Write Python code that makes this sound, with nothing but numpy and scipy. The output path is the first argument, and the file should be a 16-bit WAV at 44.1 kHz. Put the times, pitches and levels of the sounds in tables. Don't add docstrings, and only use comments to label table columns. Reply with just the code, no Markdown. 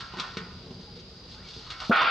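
import sys
import numpy as np
from scipy import signal
from scipy.io import wavfile
from scipy.ndimage import uniform_filter1d, map_coordinates

SR = 44100
rng = np.random.default_rng(int(sys.argv[2]) if len(sys.argv) > 2 else 0)


def nominal_scale(level):
    x = np.asarray(level, float) / 20
    return 10 ** x


def unload_wav(signal):
    wavfile.write(
        sys.argv[1],
        SR,
        np.round(np.clip(np.atleast_2d(signal).T, -1, 1) * 32767).astype(np.int16),
    )


N = 92962
T = np.arange(N) / SR
FALL_S = 1.8953

# start_s [s], ring_db [dB], thud_db [dB], crack_db [dB], ring_centre_hz [Hz]
TRAY_KNOCKS = [(.006, -32.5, -53.5, -37.5, 1600), (0.138, -34.5, -39.5, -49.5, 900),
               (0.17, -38, -39.5, -44, 1720), (.185, -39, -40.5, -39.5, 1100),
               (0.198, -31, -38.5, -28, 1097), (0.204, -32.5, -64, -52, 1780),
               (.37, -25.5, -29.5, -34, 2165), (0.661, -49, -42, -62, 720), (0.708, -50, -38.5, -53.5, 754),
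               (0.795, -57, -52, -78, 810), (1.119, -76, -50, -78, 800), (1.564, -72, -42.5, -76, 850),
               (1.665, -45, -52, -47, 1100), (1.703, -41.5, -49.5, -34.5, 1180),
               (1.716, -35.5, -59, -49, 2200), (1.802, -39.5, -69, -37, 1190), (1.819, -35, -51, -50, 1100),
               (1.848, -42.5, -64, -43.5, 1300), (1.896, -72.5, -53.5, -36, 607),
               (1.9143, -10.5, -56.5, -34.5, 1470), (1.9256, -9.5, -67, -32.5, 1360),
               (1.9595, -11, -76, -28, 1376), (2.016, -10.5, -61.5, -25, 1100)]


def level(x, db):
    return x * nominal_scale(db) / np.sqrt(np.mean(x ** 2))


def curve(rows, column=-1):
    rows = np.array(rows, float)
    return np.interp(T, rows[:, 0], rows[:, column])


def colour(rows, hz):
    table_hz, table_db = np.transpose(rows)
    return np.interp(np.log(hz), np.log(table_hz), table_db)


def mode(x, hz, t60):
    pole = np.exp((2j * np.pi * hz - np.log(1000) / t60) / SR)
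    return signal.lfilter([1], [1, -pole], x).imag


def band(x, hz, width):
    return signal.lfilter(*signal.iirpeak(hz, hz / width, fs=SR), x)


def highpass(x, order, hz):
    return signal.sosfilt(signal.butter(order, hz, "high", fs=SR, output="sos"), x)


def noise():
    return rng.standard_normal(N)


def walk(rate_hz):
    hold = int(SR / rate_hz)
    steps = np.repeat(rng.standard_normal(N // hold + 1), hold)
    return uniform_filter1d(uniform_filter1d(steps, hold), hold)[:N]


def clicks(rows, column):
    x = np.zeros(N)
    for row in rows:
        x[int(row[0] * SR)] = nominal_scale(row[column])
    return x


def grit(spread_db):
    grain = np.minimum(rng.exponential(size=N), 5)
    return level(noise() * nominal_scale(spread_db * grain), 0)


def plate_modes():
    # pitch_hz [Hz], level_db [dB], swell_s [s after the fall]
    main_modes = [(492, -12.5, .19), (678.3, -10, .04), (792, -6, .09), (898, -12, 0.089),
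                  (1100, -9.5, 0.11), (1238, -5.5, .19), (1270, -2, .1), (1379, 2, .185),
                  (1450, 0.5, 0.064), (1610, -10.5, 0.14), (2205, -7, 0.032), (2456, -8, .06),
                  (3130, -10, 0.11), (4710, -9, .11)]
    # pitch_hz [Hz], level_db [dB]
    plate_colour = [(220, -24), (750, -14), (1080, -8.5), (1400, -1.5), (1950, -8.5), (2600, -7),
                    (5200, -14), (6500, -36)]
    main_hz, main_db, main_swell_s = np.transpose(main_modes)
    dense_hz = 220 * (6500 / 220) ** (np.linspace(0, 1, num=326) ** .62)
    dense_hz = dense_hz * (1 + 0.004256 * rng.standard_normal(326))
    dense_db = colour(plate_colour, dense_hz) + 2 * rng.standard_normal(326)
    hz = np.append(main_hz, dense_hz)
    gain = nominal_scale(np.append(main_db + 4, dense_db))
    swell_s = np.append(main_swell_s, np.full(326, np.inf))
    return hz, gain, swell_s


def tray_push():
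    # start_s [s], level_db [dB]
    rim_scrape = [(0.0, -26), (0.014, -57), (0.03, -38.5), (0.116, -35), (0.21, -26), (0.358, -39.5),
                  (0.374, -49), (0.422, -35.5), (0.61, -49), (1.208, -54.5), (1.37, -43.5), (1.602, -45.5),
                  (1.724, -33.5), (1.776, -36.5), (1.82, -24.5), (1.895, -61)]
    push = grit(0.55) * nominal_scale(curve(rim_scrape) - 59.5) * (T < FALL_S)
    u = T[:900]
    for start_s, ring_db, _, _, hz in TRAY_KNOCKS:
        i = int(start_s * SR)
        pulse = np.exp(-u * hz * 0.7) * np.sin(2 * np.pi * hz * u)
        push[i:i + 900] += pulse * nominal_scale(ring_db - 43.5)
    return push


def held_tray(push, modes):
    # pitch_hz [Hz], level_db [dB], t60_s [s]
    held_modes = [(867, 1, .25), (931, 3, .25), (1020, 3, .25), (1093, 6, .4), (1235, 7, .3), (1290, 6, .3),
                  (1351, 8, .3), (1400, 7, .4), (1485, 8, .4), (1650, 3, .18), (1836, 3, .25),
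                  (1900, -1, .2), (2200, 0, .2), (2480, -2, .2)]
    grip_db, waver_s = 3, .00026
    held = 0
    for hz, db, t60 in held_modes:
        held = held + nominal_scale(db) * mode(push * nominal_scale(grip_db * walk(8.88)), hz, t60)
    held = map_coordinates(held, [(T + waver_s * walk(24.99)) * SR], mode="mirror")
    u, ring = T[:16000], 0
    for hz, gain, _ in zip(*modes):
        t60 = 0.27 * (1000 / hz) ** 0.068
        strength = gain ** .4 * min(hz / 800, 1) ** 2
        shape = nominal_scale(-60 * u / t60) * np.minimum(u / 0.0004, 1)
        ring = ring + strength * shape * np.sin(2 * np.pi * (hz * u + rng.standard_normal()))
    return held + signal.fftconvolve(push, ring * nominal_scale(-4))[:N]


def crash(modes):
    climb_s, rise_s, wave_s, wobble_s = .012, .003, 0.012, .028
    swell_db, swell_width_s, wobble_db, t60_s = 8.5, 0.025, 4, 5.7
    out, start = np.zeros(N), int(FALL_S * SR)
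    u = T[start:] - FALL_S
    for i, (hz, gain, swell_s) in enumerate(zip(*modes)):
        khz, phase = hz / 1000, rng.standard_normal()
        late = np.clip(u - climb_s * khz ** .6, 0, None)
        rise = 1 - np.exp(-late / (rise_s + .0015 * khz ** 2 / 2))
        first_wave = 1.5 * khz ** -1.73 * np.exp(-late / wave_s)
        fed = rise * (nominal_scale(-60 * late / t60_s) + first_wave)
        wobble = rng.standard_normal(40) * (.5 if i < 14 else 1)
        trade_db = wobble_db * np.interp(u / wobble_s + phase % 1, np.arange(40), wobble)
        trade_db = trade_db + swell_db * np.exp(-((u - swell_s) / swell_width_s) ** 2)
        out[start:] += gain * fed * nominal_scale(trade_db) * np.sin(2 * np.pi * (hz * u + phase))
    return out * nominal_scale(-28 + 1.1 * walk(250))


def rim_slams():
    # start_s [s], pitch_hz [Hz], level_db [dB], t60_s [s]
    slams = [
        (1.9146, 1510, -7.5, 0.026),
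        (1.9246, 1424, -11.5, 0.024),
        (1.9597, 1410, -8.5, .03),
        (2.017, 1000, -10, .04),
        (2.018, 2300, -15, .02),
        (2.051, 1350, -12, .03),
    ]
    out = np.zeros(N)
    for start_s, hz, db, t60 in slams:
        u = np.clip(T - start_s, 0, None)
        out = out + nominal_scale(db - 60 * u / t60) * np.sin(2 * np.pi * hz * u)
    return out


def tray():
    modes = plate_modes()
    return held_tray(tray_push(), modes) + crash(modes) + rim_slams()


def thuds():
    # start_s [s], level_db [dB]
    soil_rock = [(0.0, -39.5), (0.084, -92), (0.194, -38), (0.252, -51.5), (0.352, -50), (0.368, -42),
                 (0.546, -49), (0.668, -42.5), (1.11, -50.5), (1.12, -51.5), (1.504, -50), (1.52, -84),
                 (1.578, -45), (1.62, -58), (1.868, -73), (1.894, -53)]
    # pitch_hz [Hz], level_db [dB], t60_s [s]
    low_modes = [(145.3, -6, 0.063), (190.5, 0, 0.093), (243.6, -7, 0.086), (372.5, -2, 0.046),
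                 (442.8, -12, 0.18)]
    rock_db = np.where(T < FALL_S, curve(soil_rock), -36.5)
    push = clicks(TRAY_KNOCKS, 2) + grit(4.7) * nominal_scale(rock_db - 27.5)
    return highpass(sum(nominal_scale(db) * mode(push, hz, t60) for hz, db, t60 in low_modes), 2, 110)


def cracks():
    u = T[:4000]
    tail = np.exp(-u / 0.012) + 0.089 * np.exp(-u / 0.098)
    bursts = noise() * signal.fftconvolve(clicks(TRAY_KNOCKS, 3), tail)[:N]
    return band(bursts, 4370, 3000) * 3.95


def leaves():
    # start_s [s], level_db [dB]
    leaf_rustle = [(0, -48.5), (.15, -56), (.2, -49), (.3, -49.5), (.45, -58.5), (.78, -58.5), (.82, -54),
                   (.93, -61), (1.0, -51.5), (1.05, -61.5), (1.27, -61.5), (1.32, -48.5), (1.42, -56.5),
                   (1.49, -46), (1.6, -49.5), (1.795, -51), (1.803, -45), (1.9, -44)]
    grains = grit(4.7)
    bright = band(band(grains, 5900, 4800), 4300, 2200) * 4.38
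    body = 0.068 * band(grains, 3400, 1200)
    return (bright + body) * nominal_scale(curve(leaf_rustle) + 2 + 0.43 * walk(19.0)) * (T < FALL_S + .01)


def air():
    # pitch_hz [Hz], level_db [dB per Hz]
    air_colour = [(18, -34), (30, 15.5), (163, 4), (213, -10.5), (261, -29), (439, -12.5), (1330, -25),
                  (4790, -24), (6570, -21), (8540, -70), (14500, -120)]
    out, left_right = 0, np.array([[1], [-1]])
    for hz in 32 * 2 ** np.arange(0, 7.8, .5):
        db = colour(air_colour, hz) + 10 * np.log10(hz) / 2 + 3.6 * walk(15)
        width = min(0.062 + hz / 3600.0, 1)
        mid, side = band(noise(), hz, hz / 3), band(noise(), hz, hz / 3)
        out = out + nominal_scale(db) * (mid + width * side * left_right)
    return level(out, -48)


def insects():
    def chorus(hz):
        flutter_db = 2.0 * walk(30.34) + 0.5 * walk(11)
        return band(band(noise(), hz, 530), hz, 530) * nominal_scale(flutter_db)

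    out, left_right = 0, np.array([[1], [-1]])
    for hz, db in ((4833, -49.5), (3880, -60.5)):
        out = out + level(chorus(hz) + 0.97 * chorus(hz) * left_right, db)
    return out


def pings():
    # start_s [s], pitch_hz [Hz], level_db [dB], t60_s [s]
    rim_pings = [(.17, 365, -38, .15), (.41, 175, -36, .15), (.585, 950, -52, .15), (.68, 390, -45, .1),
                 (.872, 835, -45, .14), (.962, 480, -39, .1), (1.015, 230, -47, .1), (1.245, 500, -44, .1),
                 (1.34, 860, -49, .2), (1.6, 840, -49, .2), (2.085, 480, -30, .2)]
    out = np.zeros(N)
    for start_s, hz, db, t60 in rim_pings:
        u = np.clip(T - start_s, 0, None)
        attack = 1 - np.exp(-u / .006)
        out = out + nominal_scale(db - 60 * u / t60) * attack * np.sin(2 * np.pi * hz * u)
    return out


def squeak():
    # start_s [s], pitch_hz [Hz], level_db [dB]
    call = [
        (1.34, 1400, -72),
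        (1.38, 1680, -59),
        (1.41, 1850, -62),
        (1.435, 2180, -60),
        (1.47, 2230, -61),
        (1.5, 2300, -59),
        (1.53, 2300, -74),
    ]
    hz = curve(call, column=1) * (1 + .05 * walk(110))
    sounding = (T > call[0][0]) * (T < call[-1][0])
    return nominal_scale(curve(call) + 3 + 4.5 * walk(80)) * sounding * np.sin(2 * np.pi * np.cumsum(hz) / SR)


def air_slap():
    u = np.clip(T - 1.8958, 0, None)
    turn = 2 * np.pi * 200.8 * (u + 6 * np.minimum(u, .03) ** 2)
    hold_s, fade_s = 0.0087, 0.012
    fade = np.exp(-u / 0.051 - np.clip(u - hold_s, 0, None) / fade_s)
    slap = np.clip(u / 0.0017, 0, 1) * fade * np.tanh(1.93 * np.sin(turn))
    return -nominal_scale(-6.5) * highpass(slap, 2, 70)


def ticks():
    # start_s [s], level_db [dB]
    rim_ticks = [
        (1.895, -1.5),
        (1.915, 3),
        (1.927, -3),
        (1.961, 4),
        (2.028, -12),
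    ]
    hits = clicks(rim_ticks, 1) * nominal_scale(-42)
    return noise() * signal.fftconvolve(hits, np.exp(-T[:400] / 0.0017))[:N]


def scene():
    near = tray() + thuds() + cracks() + leaves() + pings() + squeak() + air_slap()
    echo_db, echo_t60_s = -7, 0.078
    tails = rng.standard_normal((2, 9000)) * nominal_scale(-60 * T[:9000] / echo_t60_s)
    tails = tails / np.sqrt(np.sum(tails[0] ** 2))
    high = near - uniform_filter1d(near, size=40)
    echo = signal.fftconvolve(high[None], tails, axes=1)[:, :N] * nominal_scale(echo_db)
    shade = band(near, 1300, 1300) * 0.26 / 2
    return np.array([near * nominal_scale(0.7) - shade, near + shade]) + echo + air() + insects()


def roll_off(x):
    return signal.sosfilt(signal.butter(12, 15800, fs=SR, output="sos"), x)


def record(dry):
    dull = signal.sosfilt(signal.butter(4, 4586, fs=SR, output="sos"), dry)
    x = dull + nominal_scale(-53) * dry + band(ticks(), 9000, 9000)
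    x = highpass(x, 3, 42)
    loudness = signal.lfilter([.002], [1, -.998], np.mean(x ** 2, axis=0)) ** .5
    duck_top_db, duck_power = -36, .42
    x = x * np.minimum(1, nominal_scale(duck_top_db) / (loudness + 1e-9)) ** duck_power
    fizz = nominal_scale(-59) * loudness * np.clip(loudness * 15, 0, 1) * rng.standard_normal(x.shape)
    x = np.tanh(1.2 * x) / 1.2 + fizz
    x = x + nominal_scale(-67.5) * band(rng.standard_normal(x.shape), 5000, 3600)
    stop_s = .004
    x = x * np.clip((T[-1] - T) / stop_s, 0, 1)
    return roll_off(x)


dry = scene()
out = record(dry)
unload_wav(out)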